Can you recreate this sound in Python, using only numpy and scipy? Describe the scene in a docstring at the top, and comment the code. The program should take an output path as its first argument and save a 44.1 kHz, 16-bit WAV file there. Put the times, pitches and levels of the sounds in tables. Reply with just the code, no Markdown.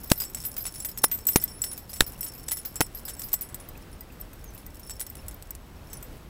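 """Two thin metal tags, one round and one small, clink on a dog's collar as a hand rubs its chest outdoors.
Behind: air rumble, hiss, gusts, a faint whine and far bird calls. Short recorder pops break in.
Rings are decaying sine modes restarted at each touch; rattle and shimmer are decaying noise.
Calls are gliding sines, air is shaped noise, pops are flat offsets at set times.
The sum is clipped and low-passed."""
import sys
import numpy as np
from scipy import signal
from scipy.fft import rfft, irfft
from scipy.io import wavfile

SR = 44100
rng = np.random.default_rng(int(sys.argv[2]) if len(sys.argv) > 2 else 0)


def to_wav(s):
    """Save 16-bit WAV."""
    ch = np.atleast_2d(s).T  # columns
    pcm = np.round(np.clip(ch, -1, 1) * 32767)  # PCM
    wavfile.write(sys.argv[1], SR, pcm.astype(np.int16))


N = 277377

# Metal touches: (time [s], rattle level [dB], round tag ring [dB], angle struck [deg],
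# distance from centre [1 = rim], small tag ring [dB],
# damping by fur [1 = the listed t60, smaller rings longer, larger dies sooner])
TAG_TOUCHES = [(0.044, -55, -68.5, 50.0, 0.22, -52, 0.64), (0.073, -56, -58, 64, 0.22, -48, 0.31),
               (0.1013, -27, -42, 10.0, 1.0, -75, 0.74), (0.1159, -15, -24.0, 254, 0.31, -34, 2),
               (0.156, -43, -61.0, 230.0, 0.3, -48, 0.67), (0.1771, -43, -42, 260, 1.0, -44, 0.48),
               (0.2012, -28, -40.5, 20.0, 0.1, -36, 0.42), (0.219, -33, -46, 290.0, 0.3, -36, 0.88),
               (0.232, -47, -54.0, 130.0, 0.2, -35.5, 1.8), (0.2518, -39.5, -37.5, 36, 0.6, -61, 0.68),
               (0.299, -43, -49, 310.0, 0.3, -52, 2), (0.347, -29.5, -27, 20.0, 0.43, -76, 3.2),
               (0.3704, -33, -48, 123, 0.36, -66, 0.47), (0.438, -36.5, -43, 440, 0.1, -62, 0.3),
               (0.451, -37, -36, 236, 0.6, -75, 0.72), (0.5663, -34, -63, 80.0, 0.2, -42, 0.41),
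               (0.58, -37.5, -65, 90.0, 0.1, -38, 0.51), (0.6067, -52, -62, 250, 1.0, -44, 0.6),
               (0.654, -36.5, -36, 150, 1.0, -75, 0.17), (0.6656, -26, -28.5, 35, 0.47, -73, 1.8),
               (0.741, -36, -44, 140.0, 0.1, -69, 1.4), (0.757, -37, -32.5, 124, 0.66, -75, 0.77),
               (0.802, -36, -31.5, 6.8, 0.55, -72, 2.8), (0.8231, -42, -38, 180, 1.0, -75, 1.5),
               (0.8482, -28, -30, 280.0, 0.5, -58, 0.96), (0.888, -36, -49, 40.0, 0.1, -40.5, 0.77),
               (0.9748, -34, -40, 58, 0.15, -70, 1.1), (0.985, -30.5, -37.0, 62, 0.08, -75, 4.6),
               (1.034, -40, -37, 140, 0.62, -36, 0.5), (1.039, -12, -21.5, 150, 0.65, -75, 1.6),
               (1.0453, -40, -19.5, 207, 0.56, -75, 3.1), (1.115, -33.5, -29.5, 270.0, 1.0, -70, 0.2),
               (1.1414, -43, -37.5, 310, 1.0, -58, 1.1), (1.1868, -39.5, -50, 58, 0.3, -55, 0.68),
               (1.2685, -29, -22.5, 306, 1.0, -67, 1.5), (1.2785, -36, -31, 380, 0.25, -72, 1),
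               (1.2871, -28.5, -33, 280, 0.3, -75, 0.62), (1.322, -33, -37, 470, 0.12, -75, 4),
               (1.333, -42, -39, 270, 0.1, -71, 1.2), (1.359, 0.5, -25.0, 230.0, 0.63, -70, 1.14),
               (1.3674, -46, -20, 210.0, 0.86, -75, 2.5), (1.3996, -39, -39, 29, 0.4, -71, 1.1),
               (1.4153, -37, -31, 240, 0.86, -75, 2.5), (1.423, -35.5, -42, 440, 0.65, -75, 0.35),
               (1.4388, -40, -26.5, 273, 0.57, -44, 2.2), (1.477, -46, -44, 86, 0.35, -60, 0.16),
               (1.6181, -31, -28.5, 317, 0.48, -61, 1.5), (1.6398, -25.5, -32.5, 54, 0.11, -75, 1.23),
               (1.6636, -44, -44.0, 85, 0.2, -75, 0.5), (1.714, -34, -36, 147, 0.54, -75, 0.45),
               (1.732, -47, -36.5, 160, 0.3, -75, 3.3), (1.777, -36, -53, 65, 0.18, -42.5, 0.83),
               (1.8937, -48, -61.0, 250.0, 0.13, -47, 0.4), (1.9032, -43, -45, 260, 0.6, -59, 1.6),
               (1.932, -37, -43, 440, 0.12, -67, 0.36), (1.9605, -42, -44, 40.0, 0.2, -75, 0.35),
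               (2.0064, -9, -34, 40.0, 0.16, -75, 1.34), (2.041, -47, -33.5, 78, 0.57, -75, 3.1),
               (2.0647, -41, -50, 97, 0.47, -38.5, 0.6), (2.208, -31.5, -33, 200, 0.17, -75, 1.7),
               (2.23, -34, -36.5, 315, 0.33, -72, 0.47), (2.2645, -35, -40, 70, 0.25, -71, 0.69),
               (2.285, -43, -40.5, 40.0, 0.1, -64, 2.4), (2.3363, -49, -62, 90.0, 0.2, -43.5, 0.89),
               (2.3791, -50, -46.5, 74, 0.86, -59, 0.46), (2.4644, -51, -43, 110.0, 1, -75, 1.7),
               (2.4826, -27.5, -32.5, 11, 0.57, -66, 1.15), (2.511, -35, -41, 190, 0.4, -75, 0.46),
               (2.517, -26, -24, 240, 0.26, -75, 1.4), (2.5705, -29.5, -41.5, 420, 0.12, -75, 1.4),
               (2.5867, -38, -44.0, 70, 0.22, -69, 2), (2.651, -35.5, -44.5, 83, 0.59, -38, 0.43),
               (2.7573, -29, -26.0, 35, 0.66, -69, 1.3), (2.8069, -7, -26.0, 58, 0.14, -80, 1.5),
               (2.948, -47, -57.0, 120.0, 1.0, -43.5, 0.32), (2.972, -51, -57, 360.0, 0.8, -45, 1),
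               (3.0525, -39.5, -42, 70.0, 0.3, -40, 0.63), (3.081, -32, -33, 22, 0.45, -70, 0.38),
               (3.094, -30, -40.0, 37, 0.24, -64, 1.4), (3.135, -52, -38, 180, 1.0, -75, 2.9),
               (3.1668, -47, -45, 360.0, 0.92, -75, 0.35), (3.1944, -37, -38.5, 270, 0.17, -65, 0.71),
               (3.2184, -33.5, -49, 340.0, 0.3, -57, 1.6), (3.235, -44, -55, 240.0, 0.9, -46.5, 0.3),
               (3.286, -37, -54.0, 10.0, 0.12, -69, 1.2), (3.3185, -43, -47.0, 59, 0.34, -75, 0.35),
               (3.3303, -30, -27.5, 270.0, 0.6, -65, 1.7), (3.3404, -29, -30.5, 364, 0.72, -51, 1.8),
               (3.41, -32, -35, 310, 0.5, -59, 4), (3.4182, -29, -42.5, 210.0, 0.15, -44, 0.96),
               (3.489, -43, -48.5, 18, 1.0, -73, 1.1), (3.5445, -31.5, -34.5, 260, 0.41, -75, 2.9),
               (3.599, -44, -54, 150, 0.6, -75, 0.4), (3.688, -44, -42, 270, 0.61, -53, 5),
               (3.776, -48, -51, 300.0, 0.5, -68, 4), (3.9286, -47, -49, 115, 0.6, -75, 1.8),
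               (4.008, -41.5, -37, 270.0, 1.0, -54, 4.7), (4.122, -51, -59, 270, 0.9, -75, 0.73),
               (4.2005, -51, -53, 250.0, 0.87, -72, 4), (4.2123, -45, -44, 260, 0.25, -75, 4.5),
               (4.332, -52, -60, 280, 0.56, -75, 0.51), (4.4418, -46, -46, 235, 0.9, -50.5, 2.8),
               (4.5482, -46, -50, 260.0, 0.7, -57, 2.1), (4.5782, -45, -59.0, 160, 1.0, -61.5, 0.47),
               (4.6644, -42.5, -37, 256, 1.0, -59, 4), (4.796, -40.5, -55, 290.0, 0.5, -75, 1.1),
               (4.832, -47, -43.5, 116, 0.9, -75, 1.3), (4.874, -44.5, -40.5, 134, 0.72, -75, 4),
               (4.8965, -33, -34, 26, 0.65, -78, 1), (4.9078, -41, -36.0, 39, 0.7, -67, 1.1),
               (4.9966, -33.5, -40, 73, 0.13, -75, 3.5), (5.004, -29, -31.0, 265, 0.2, -75, 4),
               (5.0124, -27.5, -50, 70.0, 0.27, -67, 1.34), (5.066, -37, -46, 310.0, 0.091, -75, 3.1),
               (5.0999, -46, -45.0, 290, 0.72, -75, 1.8), (5.1539, -39.5, -42, 220, 0.7, -69, 4),
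               (5.169, -47, -49, 123, 0.96, -75, 0.52), (5.283, -35.5, -40.5, 280, 0.1, -75, 4),
               (5.3113, -41.5, -67.0, 350.0, 0.3, -77, 1), (5.3434, -49, -47, 270.0, 1.0, -75, 4.5),
               (5.4247, -39.5, -51, 340.0, 0.4, -75, 4), (5.5067, -35, -38.5, 290, 0.37, -67, 5.4),
               (5.551, -41, -69.0, 250.0, 0.7, -75, 2.1), (5.9001, -51, -55, 80.0, 0.3, -75, 1.3),
               (5.931, -36, -45.5, 50, 0.14, -75, 1.4), (5.9703, -46, -39, 170.0, 1.0, -75, 3.6),
               (6.027, -43, -39.5, 293, 0.53, -74, 1.3)]
# Tag modes: (group [0-3 round tag, 4-5 small tag], level in group [dB], t60 at damping 1 [s])
MODES = [(0, -0.5, 0.25), (3, -28.5, 0.21), (1, -1.5, 0.11), (1, -14, 0.28), (1, -14, 0.17), (2, 2, 0.21),
         (2, -10, .2), (3, 2, 0.14), (3, -17.5, 0.13), (4, -10, 0.16), (4, 1.5, 0.076), (4, -12, 0.32),
         (4, -13, 0.15), (4, -21, 0.1), (5, -7, 0.069), (5, 7, 0.042)]
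# Nominal pitch of each mode: [Hz]
MODE_HZ = [5410, 1990, 7830, 7970, 7625, 10355, 10800, 13613, 8415, 12390, 12550, 11425, 4947, 4160, 15120,
           14870]


def amp(db):
    """dB to gain."""
    return 10 ** (np.asarray(db) / 20)


def in_time(rows):
    """Curve (time [s], value) interpolated at every sample."""
    return np.interp(np.arange(N) / SR, *np.transpose(rows))


def coloured(spectrum):
    """Noise of rms 1 shaped by (frequency [Hz], level [dB]), interpolated in log frequency."""
    hz, db = np.transpose(spectrum)
    grid_hz = np.maximum(np.arange(N // 2 + 1) * SR / N, 1)
    gain = amp(np.interp(np.log(grid_hz), np.log(hz), db))
    noise = irfft(rfft(rng.standard_normal(N)) * gain, N)
    return noise / np.std(noise)


def drift(rate_hz):
    """Normal random values, rate_hz per second, joined by straight lines."""
    slow = rng.standard_normal(int(N / SR * rate_hz) + 2)
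    return np.interp(np.arange(N) / SR * rate_hz, np.arange(len(slow)), slow)


def dying(kicks, t60_s):
    """Each kick decays exponentially, 60 dB in t60_s."""
    return signal.lfilter([1], [1, -amp(-60 / (t60_s * SR))], kicks + 1e-12)


def air():
    """Shaped-noise rumble and hiss, 32-65 Hz noise gusts on the microphone, a thin wavering whine."""
    # Air spectrum: (frequency [Hz], relative level [dB per Hz])
    air_spectrum = [(12, -34), (20, 1), (73, -0.5), (634, -17), (1020, -20), (4160, -31.5), (8000, -37.5),
                    (13000, -34.5), (16500, -36.5)]
    # Gusts: (time [s], level [dB])
    gust_curve = [(0, -56), (3.7, -58), (4.3, -49.5), (4.75, -54), (5.2, -47), (5.9, -52), (6.29, -46)]
    air_db, whine_hz, whine_db = -45.5, 7900, -74   # centres of the drifts
    gust_band = signal.butter(2, [32, 65], "band", fs=SR, output="sos")
    gusts = signal.sosfilt(gust_band, rng.standard_normal(N))
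    gusts = amp(in_time(gust_curve)) * gusts / np.std(gusts)
    whine_level = amp(whine_db + 4.0 * drift(40))
    whine_phase = 2 * np.pi * np.cumsum(whine_hz * (1 + .004 * drift(60))) / SR
    whine = whine_level * np.sin(whine_phase)
    return amp(air_db + 1.0 * drift(4.73)) * coloured(air_spectrum) + gusts + whine


def bird():
    """Far bird's falling sine whistles; another's short, slightly rising blips of uneven pitch."""
    # Whistles: (start [s], length [s], start pitch [Hz], end pitch [Hz], level before wavering [dB])
    whistles = [(0.905, 0.13, 7150, 6140, -52), (4.41, 0.15, 7100, 5480, -56.5),
                (5.88, 0.14, 6700, 5530, -57)]
    # Blips: (middle [s], level before blip_trim_db and wavering [dB])
    blip_rows = [(2.126, -49), (2.157, -45), (2.356, -47), (3.626, -50), (3.659, -47.5), (3.757, -51),
                 (3.834, -47), (4.104, -45), (4.559, -45.5), (4.63, -50), (5.126, -52), (5.193, -47),
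                 (5.229, -44.5), (5.795, -44)]
    blip_s, blip_hz, blip_trim_db = 0.012, 2700, -5.5
    out = np.zeros(N)
    waver_db = 6.1 * drift(200)   # far sound wavers in moving air
    pitch_hz = blip_hz * (1 + 0.033 * rng.standard_normal(len(blip_rows)))
    blips = [(s - blip_s / 2, blip_s, .9 * hz, 1.08 * hz, db + blip_trim_db)
             for (s, db), hz in zip(blip_rows, pitch_hz)]
    for s, length_s, start_hz, end_hz, db in list(whistles) + blips:
        at, count = round(s * SR), round(length_s * SR)
        phase = 2 * np.pi * np.cumsum(np.linspace(start_hz, end_hz, count)) / SR
        level = amp(db + waver_db[at:at + count]) * np.hanning(count)
        out[at:at + count] += level * np.sin(phase)
    return out


def pops():
    """Recorder pops: signal shifts to an offset, may flip sign, and crackles more the larger it is."""
    # Pops: (time [s], length [ms], offset before crackle [full scale], flip rate [Hz, 0 = none])
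    pop_rows = [(.1161, 2.15, -.43, 0), (.1183, .5, -.45, 4200), (.11882, .42, .52, 0),
                (1.0422, .35, -.4, 0), (1.0426, .35, .5, 0), (1.35905, .2, .35, 0), (1.3596, 1.62, -.5, 0),
                (2.00694, 1.16, -.5, 3850), (2.0081, 1.62, .38, 1650), (2.00965, .12, -.5, 0),
                (2.0098, 13.5, .08, 0), (2.8067, .8, -.3, 0), (2.81195, .15, .5, 0),
                (2.81365, .25, -.45, 0)]
    stay_share, crackle_depth = 0.66, 0.58   # stay_share: part of a flip period at the unflipped offset
    out = np.zeros(N)
    for s, length_ms, offset, flip_hz in pop_rows:
        at, count = round(s * SR), round(length_ms / 1000 * SR)
        flip_phase = 2 * np.pi * flip_hz * np.arange(count) / SR
        out[at:at + count] += offset * signal.square(flip_phase, stay_share)
    return out * (1 + crackle_depth * np.abs(out) * rng.standard_normal(N))


def shake():
    """Tiny random touches merge into a bright noise shimmer and excite briefly ringing resonators."""
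    # Tiny touches: (time [s], base level before random spread [dB])
    shake_curve = [(0.0, -49), (0.96, -50.5), (2.89, -54.5), (3.35, -54.5), (3.71, -66), (4.3, -68),
                   (4.7, -59), (5.3, -58), (5.6, -74), (5.9, -62), (6.29, -68)]
    touches_per_s, ring_db, damping = 170, -11, 5.7   # touches_per_s: centre of the drift
    born = rng.random(N) < touches_per_s * amp(3.0 * drift(25)) / SR
    spread_db = 4.8 * np.minimum(rng.exponential(1, N), 3.5)
    kicks = born * amp(in_time(shake_curve) + spread_db)
    treble = signal.butter(2, 6000, "high", fs=SR, output="sos")
    bright = signal.sosfilt(treble, rng.standard_normal(N))
    out = amp(-2.5) * dying(kicks, 0.015) * bright
    for hz, (group, db, t60_s) in zip(MODE_HZ, MODES):
        radius = amp(-60 * damping / (t60_s * SR))
        step = 2 * np.pi * hz / SR   # rad per sample
        gain = amp(db + ring_db - 2.7 * (group > 3.5))   # small tag weaker
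        blows = kicks * gain * rng.standard_normal(N)
        poles = [1, -2 * radius * np.cos(step), radius * radius]
        out += signal.lfilter([0, np.sin(step)], poles, blows + 1e-18)
    return out


def rattle():
    """Touch = sharp noise tick + uneven tail of small rebounds; harder and less damped ones reach lower."""
    # Rattle spectrum: (frequency [Hz], relative level [dB per Hz])
    rattle_spectrum = [(300, -4), (1000, -1.5), (2500, -2), (5000, -0.5), (9000, 4), (13000, 3),
                       (16000, -1.5)]
    tail_t60_s, tail_db = 0.065, -4.5   # t60 at damping 1
    tick_t60_s, tick_db = 0.0013, 6
    rebound_top_db = -16.5   # cap on high-band tail start, before tail_db and drift
    fur_dulls_db = 2.5       # low-band loss per doubling of damping
    noise, t = coloured(rattle_spectrum), np.arange(N) / SR
    low = signal.sosfilt(signal.butter(2, 6500, fs=SR, output="sos"), noise)
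    kicks, tail = np.zeros((2, N)), np.zeros((2, N))   # rows: high band, low band
    for s, db, *_, damping in TAG_TOUCHES:
        at = round(s * SR)
        low_db = db + 0.16 * (db + 30) - fur_dulls_db * np.log2(damping)
        gains = amp([[db], [low_db]])
        kicks[:, at] = gains[:, 0]
        since_s = t[:min(N - at, SR // 5)]
        fall_db = 60 * since_s * damping ** .5 / tail_t60_s
        tail[:, at:at + len(since_s)] += gains * amp(min(rebound_top_db - db, 0) - fall_db)
    # contact takes a fraction of a millisecond
    tick = signal.lfilter([.2], [1, -.8], dying(kicks, tick_t60_s))
    level = amp(tick_db) * tick + amp(tail_db + 5.15 * drift(300)) * tail
    return level[0] * (noise - low) + level[1] * low


def group_levels(rows):
    """Ring dB per mode group and touch: round tag follows the spot struck, small tag rings whole."""
    # Round tag groups, low to top: (angle of strongest response [deg], gain there [dB])
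    rim_groups = [(90, -7), (360, 0), (180, 0), (270, 3)]
    rim_fall_db = 24   # loss at the rim a quarter turn off the best angle
    best_deg, best_db = np.transpose(rim_groups)
    off_centre = np.clip(rows[:, [4]], 0, 1)
    turn = np.cos(np.radians(rows[:, [3]] - best_deg)) - 1
    round_db = rows[:, [2]] + best_db + rim_fall_db * off_centre * turn
    return np.hstack([round_db, rows[:, [5, 5]]])


def rings():
    """Each touch restarts every mode at a new phase and level, or the level left if louder; fur damps."""
    rows, t = np.array(TAG_TOUCHES), np.arange(N) / SR
    touch_s, damping = rows[:, 0], rows[:, 6]
    last = np.maximum(np.searchsorted(touch_s, t) - 1, 0)
    since_s = np.abs(t - touch_s[last])   # ahead of the first touch its ring swells
    groups_db = group_levels(rows)
    luck = rng.standard_normal((len(rows), 3 * len(MODES)))   # per mode: level, pitch, phase
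    out = np.zeros(N)
    for k, (group, db, t60_s) in enumerate(MODES):
        # damping acts most on high modes
        loss_db_per_s = 60 / t60_s * damping ** min(MODE_HZ[k] / 10000, 1) ** 1.1
        start_db = groups_db[:, round(group)] + db + 2.0 * luck[:, 3 * k]
        for i in range(1, len(rows)):
            left_db = start_db[i - 1] - loss_db_per_s[i - 1] * (touch_s[i] - touch_s[i - 1])
            start_db[i] = max(start_db[i], left_db)
        # the tag sinks back into the fur: decay speeds up
        fall_db = loss_db_per_s[last] * since_s * (1.0 + 5.0 * since_s)
        # the tags swing, the small one most
        flutter_db = (5.5 + 1.74 * (group > 3.5)) * drift(100)
        level = signal.lfilter([.07], [1, -.93], amp(start_db[last] - fall_db + flutter_db))
        # the grip shifts the pitch a little
        hz = MODE_HZ[k] * (1 + 0.000996 * luck[last, 3 * k + 1] + 0.00153 * drift(120))
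        phase_jumps = 1.19 * np.cumsum(luck[:, 3 * k + 2])[last]
        phase = 2 * np.pi * np.cumsum(hz) / SR + phase_jumps
        out += np.sqrt(2) * level * np.sin(phase)
    return out


def scene():
    """Tags over the open-air background, one channel."""
    return (rings() + rattle() + shake() + bird() + air())[None]


def record(dry):
    """Pops join in, peaks clip at 0.7, a steep low-pass cuts the top."""
    cutoff_hz = 15780
    loud = np.clip(dry + pops(), -.7, .7)
    return signal.sosfilt(signal.ellip(10, .5, 70, cutoff_hz, fs=SR, output="sos"), loud)


dry = scene()
out = record(dry)
to_wav(out)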